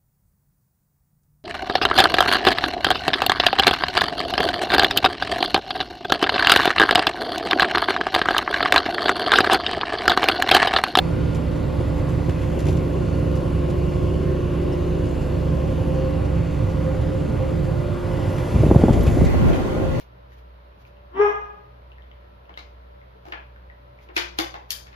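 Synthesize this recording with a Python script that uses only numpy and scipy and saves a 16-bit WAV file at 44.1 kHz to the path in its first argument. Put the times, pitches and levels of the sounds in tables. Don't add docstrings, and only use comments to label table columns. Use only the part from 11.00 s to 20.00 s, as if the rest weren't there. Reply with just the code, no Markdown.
import sys
import numpy as np
from scipy import signal
from scipy.fft import rfft, irfft, next_fast_len
from scipy.io import wavfile
from scipy.ndimage import uniform_filter1d, map_coordinates

SR = 44100
rng = np.random.default_rng(int(sys.argv[2]) if len(sys.argv) > 2 else 0)


def transcribe(signal):
    frames = np.atleast_2d(signal).T
    limited = np.clip(frames, -1, 1)
    pcm = np.round(limited * 32767).astype(np.int16)
    wavfile.write(sys.argv[1], SR, pcm)


def voltage_ratio(decibels):
    exponent = np.asarray(decibels, float) / 20
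    return 10 ** exponent


N = 396880

FIRING_HZ = 69.16
# left dB, right dB, left lead in radians.
FIRING = [(-42.5, -43, .5), (-45.5, -39, .3), (-39, -33.5, -0.17), (-29.5, -25.5, -0.19),
          (-28, -24, -0.046), (-29.5, -26, -0.059)]
# multiple of the firing rate, level in dB against the firing tone.
CRANK = [(.5, -24), (1, 0), (4 / 3, -9), (2, -6.5), (3, -19)]
# pitch in Hz, left dB, right dB.
SHAFTS = [(18.8, -46, -42), (27.9, -52, -43), (40.5, -35.5, -35), (53, -45, -39.5), (58.7, -42, -40.5),
          (241.5, -55, -54)]
# time in seconds, growl dB, clatter dB, hiss dB.
AIR = [(0, -36.5, -46.5, -55), (2.3, -38.5, -48.5, -55.5), (5, -39, -48, -56), (7, -37, -48, -55.5),
       (7.4, -34.5, -44.5, -50.5), (7.7, -34.5, -44, -47.5), (8.1, -33.5, -43.5, -46.5),
       (8.4, -35, -42.5, -49), (8.6, -35.5, -43.5, -50), (8.8, -37, -46.5, -52), (9, -39, -47.5, -53)]

# left dB, right dB, left lead in radians.
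WHINES = [
    [(-47, -47, -1.4), (-37, -32, 0.074), (-41, -31, 0.058), (-33.5, -28.5, 0.34), (-34, -27, -0.054),
     (-32.5, -27.5, -0.029)],
    [(-47, -43, 0), (-33.5, -36, 0.5), (-40, -37, -2.5), (-40.5, -33, 0.5), (-37, -33, 0.84),
     (-37, -33.5, -0.6)],
    [(-38, -37.5, -6.5), (-34, -33.5, -5), (-32, -34.5, -6), (-33.5, -36.5, -2), (-40.5, -47.5, -1),
     (-29.5, -32.5, 0)],
    [(-47, -53, -1.5), (-53, -46, 1.8), (-47, -52, 1.8), (-48, -58, -0.5), (-37.5, -57, -2.4),
     (-36.5, -39.5, 0.4)],
    [(-37, -46, -5.5), (-49, -50, 2.5), (-53, -55, 3.5), (-51, -44, 2), (-43.5, -54, 3.5), (-42, -41, -1)],
    [(-35.5, -52, 1.9), (-42, -43, 0.95), (-39, -40, .7), (-39.5, -36.5, 0.69), (-34, -39.5, 0.74),
     (-37.5, -41.5, 0.81)],
    [(-36, -41, -2.5), (-48, -42, 1.6), (-34, -35, 0.9), (-68, -41, 4), (-43, -40.5, 2.5), (-37, -45, 3)],
    [(-51, -48, -0.65), (-62, -61, -1.5), (-46, -51, -0.85), (-66, -59, 0), (-64, -58, 0), (-60, -62, 0)],
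    [(-66, -53, -3), (-47, -55, -1.2), (-54, -61, 3), (-55.5, -55, -0.5), (-67, -55.5, 4), (-63, -59, -3.5)],
]
# pitch in Hz, unsteadiness of its level in dB, fast phase scatter in radians that smears it.
WHINE_HZ = [164.5, 292.7, 351.6, 380.5, 389.3, 516.5, 586.8, 1410, 1429.6]
WHINE_FLUTTER_DB = [.6, 1.2, 1.6, 3.5, 3.5, 1.7, 2.2, 3, 2.5]
WHINE_ROUGH_RAD = [0, .1, .1, 1.3, 1.3, .15, .2, .7, .3]
# pitch in Hz, level in dB, left lead in radians.
FAINT = [(339.7, -51, 0), (645, -54.5, 1.3), (702, -59, 0), (886, -52.5, -1.55), (1052, -57.5, 2),
         (1380, -63, 3), (2015, -65.5, 0.5), (2836, -66, -7)]
# time in seconds, level in dB.
PUMP = [(0, -47), (4.1, -60), (4.5, -36), (5.0, -33), (5.2, -38), (5.45, -46), (5.75, -42), (5.9, -34.5),
        (6.3, -33.5), (6.55, -34), (6.75, -46), (7.2, -38.5), (9, -38.5)]
PUMP_HZ = 527.6
PUMP_LEFT_DB, PUMP_LEAD_RAD = 0.5, 0.79
# pitch in Hz, width in Hz.
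PUMP_BAND = (790, 9)
PUMP_BAND_DB = -13.5

# time in seconds, low dB, bright dB, opposed part against shared in dB.
DRAUGHT = [(7.4, -53, -38, -3.5), (7.55, -18, -34, -14), (7.7, -19.5, -31, -13), (7.78, -20, -29, -14),
           (7.88, -19, -24.5, -10), (8.0, -21.5, -26.5, -3), (8.12, -19.5, -27.5, -5), (8.24, -19, -26, -1),
           (8.31, -26, -31, 4), (8.38, -18.5, -28.5, 1), (8.5, -20.5, -25, 2.5), (8.7, -36, -32, -2),
           (8.84, -27.5, -28, -2), (9, -21, -52, -5)]
# start in seconds, push dB, pitch in Hz, crack dB, cycles to the push's peak.
SLAPS = [(7.556, -10, 120, -25, .5), (7.604, -11, 95, -30, 0.43), (7.633, -6.5, 330, -14.5, 0.7),
         (7.642, -3, 100, -27, 0.43), (7.663, -9, 168, -14, 0.36), (7.690, -6.5, 108, -39, .5),
         (7.702, -22, 333, -10, .8), (7.711, -7, 235, -10, 1.1), (7.746, -24, 1000, -13.5, 1.6),
         (7.7581, 0.5, 149, -11, 0.67), (7.817, -22, 400, -13.5, 0.59), (7.836, -4, 198, -8.5, 0.64),
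         (7.855, -10, 90, -33, .5), (7.882, -19, 810, -9.5, 1.3), (7.893, -10, 198, -16, 0.53),
         (7.905, -0.5, 100, -16, 0.31), (7.933, -11, 85, -28, .5), (7.972, -8, 105, -18, 0.33),
         (7.993, -8.5, 105, -26, .7), (8.031, -7, 93.5, -42, 0.73), (8.077, -4, 90, -25, 0.43),
         (8.117, -9.5, 100, -24, .5), (8.198, -6, 69.6, -40, 0.55), (8.21, -22, 300, -15, 0.6),
         (8.217, -2, 149, -26, 0.49), (8.238, -14, 79, -21, 0.55), (8.268, -15, 75, -30, .5),
         (8.339, -21, 300, -15.5, 0.38), (8.462, -9, 130, -20, 0.45), (8.504, -11, 85, -20, .5)]
GUST_DB = 1.2
CRACK_T60_S, CRACK_RISE_S, CRACK_HZ = 0.057, 0.0017, 368
SAG_S, SAG_START = 0.015, 1.24

# start in seconds, level in dB, body against that in dB,
# fall time in seconds (half the time the fall takes to reach 1/e).
RATTLES = [(0.345, -41.5, -9, 0.01), (0.804, -57, 7, 0.021), (0.9757, -53.5, 9, 0.013),
           (1.086, -50, 1, 0.016), (1.289, -56, 13.5, .015), (1.414, -52.5, 10.5, 0.018),
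           (1.588, -42, 2, 0.0093), (1.6, -49.5, 1.5, 0.011), (1.652, -46, 1, 0.011),
           (1.664, -46, 6, 0.0085), (1.682, -43.5, 3.5, 0.016), (1.714, -51.5, -4, 0.028),
           (1.768, -49, 6, 0.0081), (2.352, -49.5, -7, .015), (2.697, -48, -4, .01),
           (3.72, -51.5, -6, 0.016), (4.0494, -51, -4, 0.012), (4.21, -52, -2, 0.013),
           (7.378, -48.5, 11, 0.013), (7.796, -52.5, 11.5, 0.013), (7.926, -44.5, 5, 0.017),
           (8.007, -49, 1, 0.014), (8.061, -43.5, 9.5, 0.017), (8.247, -41, -1, 0.0099),
           (8.478, -48.5, 10, 0.017), (8.53, -47.5, 15, 0.0096), (8.552, -48, 8, .01)]
RATTLE_RISE_S = 0.0029
CHATTER_DB, CHATTER_SPREAD_DB = -64, 8
GRAIN_DB = 2.6
# centre in seconds, left peak in dB, pitch in Hz, length in seconds.
TICK = [(3.733, -49, 5300, .02), (8.035, -39, 12600, .008), (8.496, -41, 1800, .012),
        (8.537, -40, 3150, .01), (8.545, -45, 4000, .01)]
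# start in seconds, level in dB.
KNOCKS = [(0.803, -22), (1.284, -22.5), (1.574, -22), (1.685, -19.5), (2.254, -29)]
# pitch in Hz, level in dB.
FRAME = [(358, 9), (440, 4), (520, 3.5), (630, -3), (750, -7), (900, -10.5)]

# pitch in Hz, width in Hz.
SINGING = [(1070, 70), (2000, 110), (2580, 130), (2850, 200), (4400, 240)]
SONG = [(-50, -62, -57, -74, -47.5, -47), (-53, -54, -59, -56, -54.5, -77), (-62, -62, -65, -69, -58, -64),
        (-65, -58.5, -62, -76, -62.5, -54), (-59, -67, -63, -62.5, -64, -63.5)]
# time in seconds, upper dB, deep dB.
ROAR = [(0, -34, -26), (1.55, -35, -25), (1.75, -32.5, -18.5), (1.9, -32.5, -26.5), (5.6, -35.5, -25.5),
        (6.8, -37.5, -23.5), (7.05, -38, -27.5), (7.4, -33.5, -23), (7.8, -25.5, -27), (8.3, -40, -35),
        (8.65, -42, -32), (9, -33, -36)]

# frequency in Hz, relative dB per Hz.
RUMBLE = [(14, -31), (22, -15), (32, -36), (48, -33), (60, -10), (76, -8), (95, -1.5), (130, -6),
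          (160, -7.5), (190, -15.5), (260, -17.5), (310, -23.5), (400, -22.5), (480, -23.5), (560, -21),
          (700, -38), (900, -84)]
CLATTER = [(450, 0.5), (560, 1.5), (700, -1.5), (850, -1.5), (1080, -0.5), (1300, -9), (1600, -14),
           (2000, -20), (2450, -21), (2900, -24), (3500, -26.5), (4400, -33), (5400, -35), (6500, -55)]
HISS = [(3600, -59), (4400, -3.5), (5400, -4.5), (6500, 1), (7300, 0), (8000, 0), (9000, 1), (10500, -1.5),
        (12000, -5), (13000, -16), (13500, -18), (14000, -34), (15500, -58)]
BUFFET = [(15, -33), (25, -10), (59, 8.5), (107, 4), (182, -1), (261, -4), (321, -8), (415, -12),
          (750, -21.5), (1100, -38), (1500, -41.5), (1950, -56), (3300, -120)]
TRIM = [(800, -33), (1800, -31), (3000, 5.5), (5000, 4.5), (8000, 3.5), (11000, 1), (13500, -19),
        (15000, -58)]
PANEL = [(150, -45), (350, 12.5), (900, 5), (2200, 7.5), (3500, 1), (5000, -23)]

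# time in seconds, degrees to the right.
HEADING = [(0, -1), (1, 2.5), (1.35, 8), (1.6, 16.5), (2, 16), (3, 18), (3.5, 23), (4.03, 18.5), (4.25, 13),
           (4.8, 13.5), (5.5, 11.5), (6, -2.5), (6.75, -17.5), (7.3, -66), (8.4, -89), (9, -98)]
FACING = [-90, -55, -30, 0, 10, 20]
SWAY_DB, SWAY_RAD = .9, 0.15
# frequency in Hz, likeness from 0 to 1.
ALIKE = [(60, .98), (210, .97), (320, .85), (730, .55), (1200, .6), (1700, .82), (2100, .99), (3000, .97),
         (4400, .985), (5150, .975), (5600, .9), (8000, .92), (8400, .998), (9300, .996), (9800, .9),
         (12000, .95), (12500, 1)]
# frequency in Hz, lead in radians.
LEAD = [(0, 0), (300, 0), (600, .7), (1030, 1), (1640, 0), (5200, 0), (5700, -1.2), (7000, -1.1),
        (7600, -2.1), (8150, -2.3), (8400, -np.pi), (9300, -np.pi), (9700, -3.9), (11700, -4.8),
        (12250, -5.2), (12450, -2 * np.pi)]
TURN_S = 8.26
# frequency in Hz, level in dB.
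TURNED = ([(1500, 3), (2500, 2), (5500, 1), (6400, 5.5), (7000, -2), (7600, -2), (9500, -9), (11000, 1),
          (13000, 1.5)], [(1500, 4), (2500, 4), (5500, 0), (6400, 0), (7000, -6), (7600, -4), (9500, -10),
          (11000, 0), (13000, 5)])


def engine():
    left, right, lead = by_heading(FIRING)
    fire = 2 * np.pi * FIRING_HZ * drive_time(surge=.003)
    boom = sum(hum(k * fire, left + db, right + db, lead, flutter_db=.8) for k, db in CRANK)
    shaft = 2 * np.pi * drive_time(surge=.003)
    boom += sum(hum(hz * shaft, left_db, right_db, 0, flutter_db=2.5) for hz, left_db, right_db in SHAFTS)
    growl_db, clatter_db, hiss_db = curves(AIR)
    noise = rush(CLATTER, patchy_db=1.2)
    low = filtered(noise, lambda hz: 1 / np.sqrt(1 + (hz / 1500) ** 8))
    growl = voltage_ratio(growl_db + 0.19 * wobble(1.7)) * unit(low) * (1 + 0.05 * np.sin(fire))
    clatter = voltage_ratio(clatter_db) * unit(noise - low) * (1 + .04 * np.sin(fire))
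    hiss = voltage_ratio(hiss_db + 0.59 * wobble(2.83)) * rush(HISS, patchy_db=1.6)
    return boom + growl + clatter + hiss


def gears():
    turn = 2 * np.pi * drive_time(surge=.0034)
    out = sum(hum(hz * turn + .5 * wobble(22), db, db, lead, flutter_db=3) for hz, db, lead in FAINT)
    for hz, rows, flutter_db, rough in zip(WHINE_HZ, WHINES, WHINE_FLUTTER_DB, WHINE_ROUGH_RAD):
        left, right, lead = by_heading(rows)
        left = left + SWAY_DB * wobble(2.2)
        right = right + SWAY_DB * wobble(2.2)
        lead = lead + SWAY_RAD * wobble(2.2)
        out += hum(hz * turn + rough * wobble(22), left, right, lead, flutter_db)
    load_db, = curves(PUMP)
    left, right = load_db + PUMP_LEFT_DB / 2, load_db - PUMP_LEFT_DB / 2
    return out + hum(PUMP_HZ * turn, left, right, PUMP_LEAD_RAD, flutter_db=3.0)


def draught():
    low_db, bright_db, opposed_db = curves(DRAUGHT)
    low = gusty(264, lumps_db=1.5, low=True)
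    bright = gusty(275, lumps_db=2.5, low=False)
    burst = gusty(CRACK_HZ, lumps_db=.8, low=False)
    gust = lambda: GUST_DB * np.array([wobble(15), wobble(15)])
    shared, opposed = voltage_ratio(low_db + gust()) * low + voltage_ratio(bright_db + gust()) * bright
    opposed = voltage_ratio(opposed_db) * opposed
    out = np.array([shared + opposed, shared - opposed])
    t = np.arange(4000) / SR
    for s, db, hz, crack_db, cycles in SLAPS:
        place = slice(round(s * SR), round(s * SR) + len(t))
        phase = 2 * np.pi * hz * SAG_S * np.log(1 + t / SAG_S) * SAG_START
        age = t * hz / cycles
        push = np.sin(phase) * (age * np.exp(1 - age)) ** 2
        crack = burst[0, place] * np.minimum(t / CRACK_RISE_S, 1) * voltage_ratio(-60 * t / CRACK_T60_S)
        out[:, place] += voltage_ratio(db + rng.normal(0, 1.2, (2, 1))) * push + voltage_ratio(crack_db) * crack
    return out


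def trim():
    t = np.arange(N) / SR
    small = rng.random((50, 2))
    chatter = [(N / SR * when, CHATTER_DB + CHATTER_SPREAD_DB * size, -3, .015) for when, size in small]
    shake, body = np.zeros(N + SR), np.zeros(N + SR)
    u = t[:SR // 5]
    for s, db, body_db, fall_s in list(RATTLES) + chatter:
        envelope = (1 - np.exp(-u / RATTLE_RISE_S)) * np.exp(-(u / (2 * fall_s)) ** 2)
        shake[round(s * SR):][:len(u)] += voltage_ratio(db) * envelope
        body[round(s * SR):][:len(u)] += voltage_ratio(db + body_db) * envelope
    rattle = shake[:N] * rush(TRIM, patchy_db=.7) + body[:N] * rush(PANEL, patchy_db=1.2)
    tick = np.zeros(N)
    for s, db, hz, long in TICK:
        tick += voltage_ratio(db) * np.sin(2 * np.pi * hz * t) * np.exp(-((t - s) / (long / 2)) ** 4)
    return voltage_ratio(GRAIN_DB * wobble(300)) * rattle + tick * [[1], [.5]]


def knocks():
    out, t = np.zeros(N), np.arange(2500) / SR
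    ring = sum(voltage_ratio(db) * np.sin(2 * np.pi * hz * t) for hz, db in FRAME)
    ring *= voltage_ratio(-60 * t / 0.046) * np.minimum(t / 0.0029, 1)
    for s, db in KNOCKS:
        out[round(s * SR):][:len(t)] += voltage_ratio(db) * ring
    return out * voltage_ratio([[1.5], [-1.5]])


def panels():
    out = 0
    levels = by_heading(np.transpose(SONG)) + [curves(PUMP)[0] + PUMP_BAND_DB]
    for (hz, width_hz), db in zip(SINGING + [PUMP_BAND], levels):
        band = [(hz / 2, -120), (hz - 3 * width_hz, -30), (hz - width_hz / 2, -4), (hz, 0),
                (hz + width_hz / 2, -4), (hz + 3 * width_hz, -30), (hz * 2, -120)]
        out = out + voltage_ratio(db + SWAY_DB * wobble(2.2)) * rush(band, patchy_db=2.5)
    return out


def low_roar():
    left, right, _ = by_heading(FIRING)
    roar_db, deep_db = curves(ROAR)
    roar = rush(RUMBLE, patchy_db=.6)
    deep = filtered(roar, lambda hz: 1 / np.sqrt(1 + (hz / 175) ** 8))
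    lean = np.outer([.5, -.5], left - right)
    upper = voltage_ratio(roar_db + 1.1 * wobble(4.12)) * unit(roar - deep)
    upper_low = filtered(upper, lambda hz: 1 / np.sqrt(1 + (hz / 270) ** 8))
    upper = upper + upper_low * (voltage_ratio(lean) - 1)
    return upper + voltage_ratio(deep_db + lean + 0.22 * wobble(4.0)) * unit(deep)


def hum(phase, left_db, right_db, lead, flutter_db):
    size = np.sqrt(2) * voltage_ratio(flutter_db * wobble(9))
    phase = phase + rng.uniform(0, 2 * np.pi)
    left = voltage_ratio(left_db) * np.sin(phase + lead / 2)
    right = voltage_ratio(right_db) * np.sin(phase - lead / 2)
    return size * np.array([left, right])


def drive_time(surge):
    return np.cumsum(1 + surge * wobble(6.5)) / SR


def rush(spectrum, patchy_db):
    z = signal.stft(rng.standard_normal((2, N)), nperseg=512)[2]
    field = uniform_filter1d(uniform_filter1d(rng.standard_normal(z.shape[1:]), 5, 0), 30, 1)
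    pair = signal.istft(z * voltage_ratio(patchy_db * unit(field)), nperseg=512)[1][:, :N]
    a, b = unit(filtered(pair, lambda hz: voltage_ratio(along(spectrum, hz))))
    mix = lambda hz: np.arccos(np.clip(along(ALIKE, hz), 0, 1)) / 2
    lead = lambda hz: np.exp(np.outer([.5j, -.5j], along(LEAD, hz)))
    shared = filtered(a, lambda hz: np.cos(mix(hz)) * lead(hz))
    own = filtered(b, lambda hz: np.sin(mix(hz)) * lead(hz) * [[1], [-1]])
    apart = filtered(np.array([a, b]), lambda hz: voltage_ratio([along(side, hz) for side in TURNED]))
    apart[1] += filtered(apart[0] - apart[1], lambda hz: hz > 12400)
    fade = np.pi / 2 * np.clip((np.arange(N) / SR - TURN_S) / .02, 0, 1)
    return np.cos(fade) * (shared + own) + np.sin(fade) * apart


def gusty(edge_hz, lumps_db, low):
    slope = lambda hz: 1 / np.sqrt(1 + (hz / edge_hz) ** (6 if low else -6))
    air = filtered(rng.standard_normal((2, N)), lambda hz: voltage_ratio(along(BUFFET, hz)) * slope(hz + 1))
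    even = air / np.sqrt(np.abs(uniform_filter1d(air ** 2, 3000)))
    return even * voltage_ratio(lumps_db * np.array([wobble(40), wobble(44)]))


def by_heading(rows):
    heading, = curves(HEADING)
    return [np.interp(heading, FACING, c) for c in np.transpose(rows)]


def curves(rows):
    s, *cols = np.transpose(rows)
    return [np.interp(np.arange(N) / SR, s, c) for c in cols]


def wobble(rate):
    return map_coordinates(rng.standard_normal(int(N * rate / SR) + 4), [np.arange(N) * rate / SR])


def filtered(x, response):
    m = next_fast_len(N + 8192)
    return irfft(rfft(x, m) * response(np.fft.rfftfreq(m, 1 / SR)), m)[..., :N]


def along(points, hz):
    f, v = np.transpose(points)
    return np.interp(np.log(hz + 1), np.log(f + 1), v)


def unit(x):
    return x / np.sqrt(np.mean(x ** 2) + 1e-20)


def scene():
    return engine() + gears() + draught() + trim() + knocks() + panels() + low_roar()


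def roll_off(x):
    return signal.sosfilt(signal.butter(12, 14190, fs=SR, output="sos"), x)


def record(dry):
    x = filtered(dry, lambda hz: (1j * hz / (17 + 1j * hz)) ** 2)
    x = x / (1 + np.abs(x / .95) ** 4) ** .25
    return roll_off(x)


dry = scene()
out = record(dry)
transcribe(out)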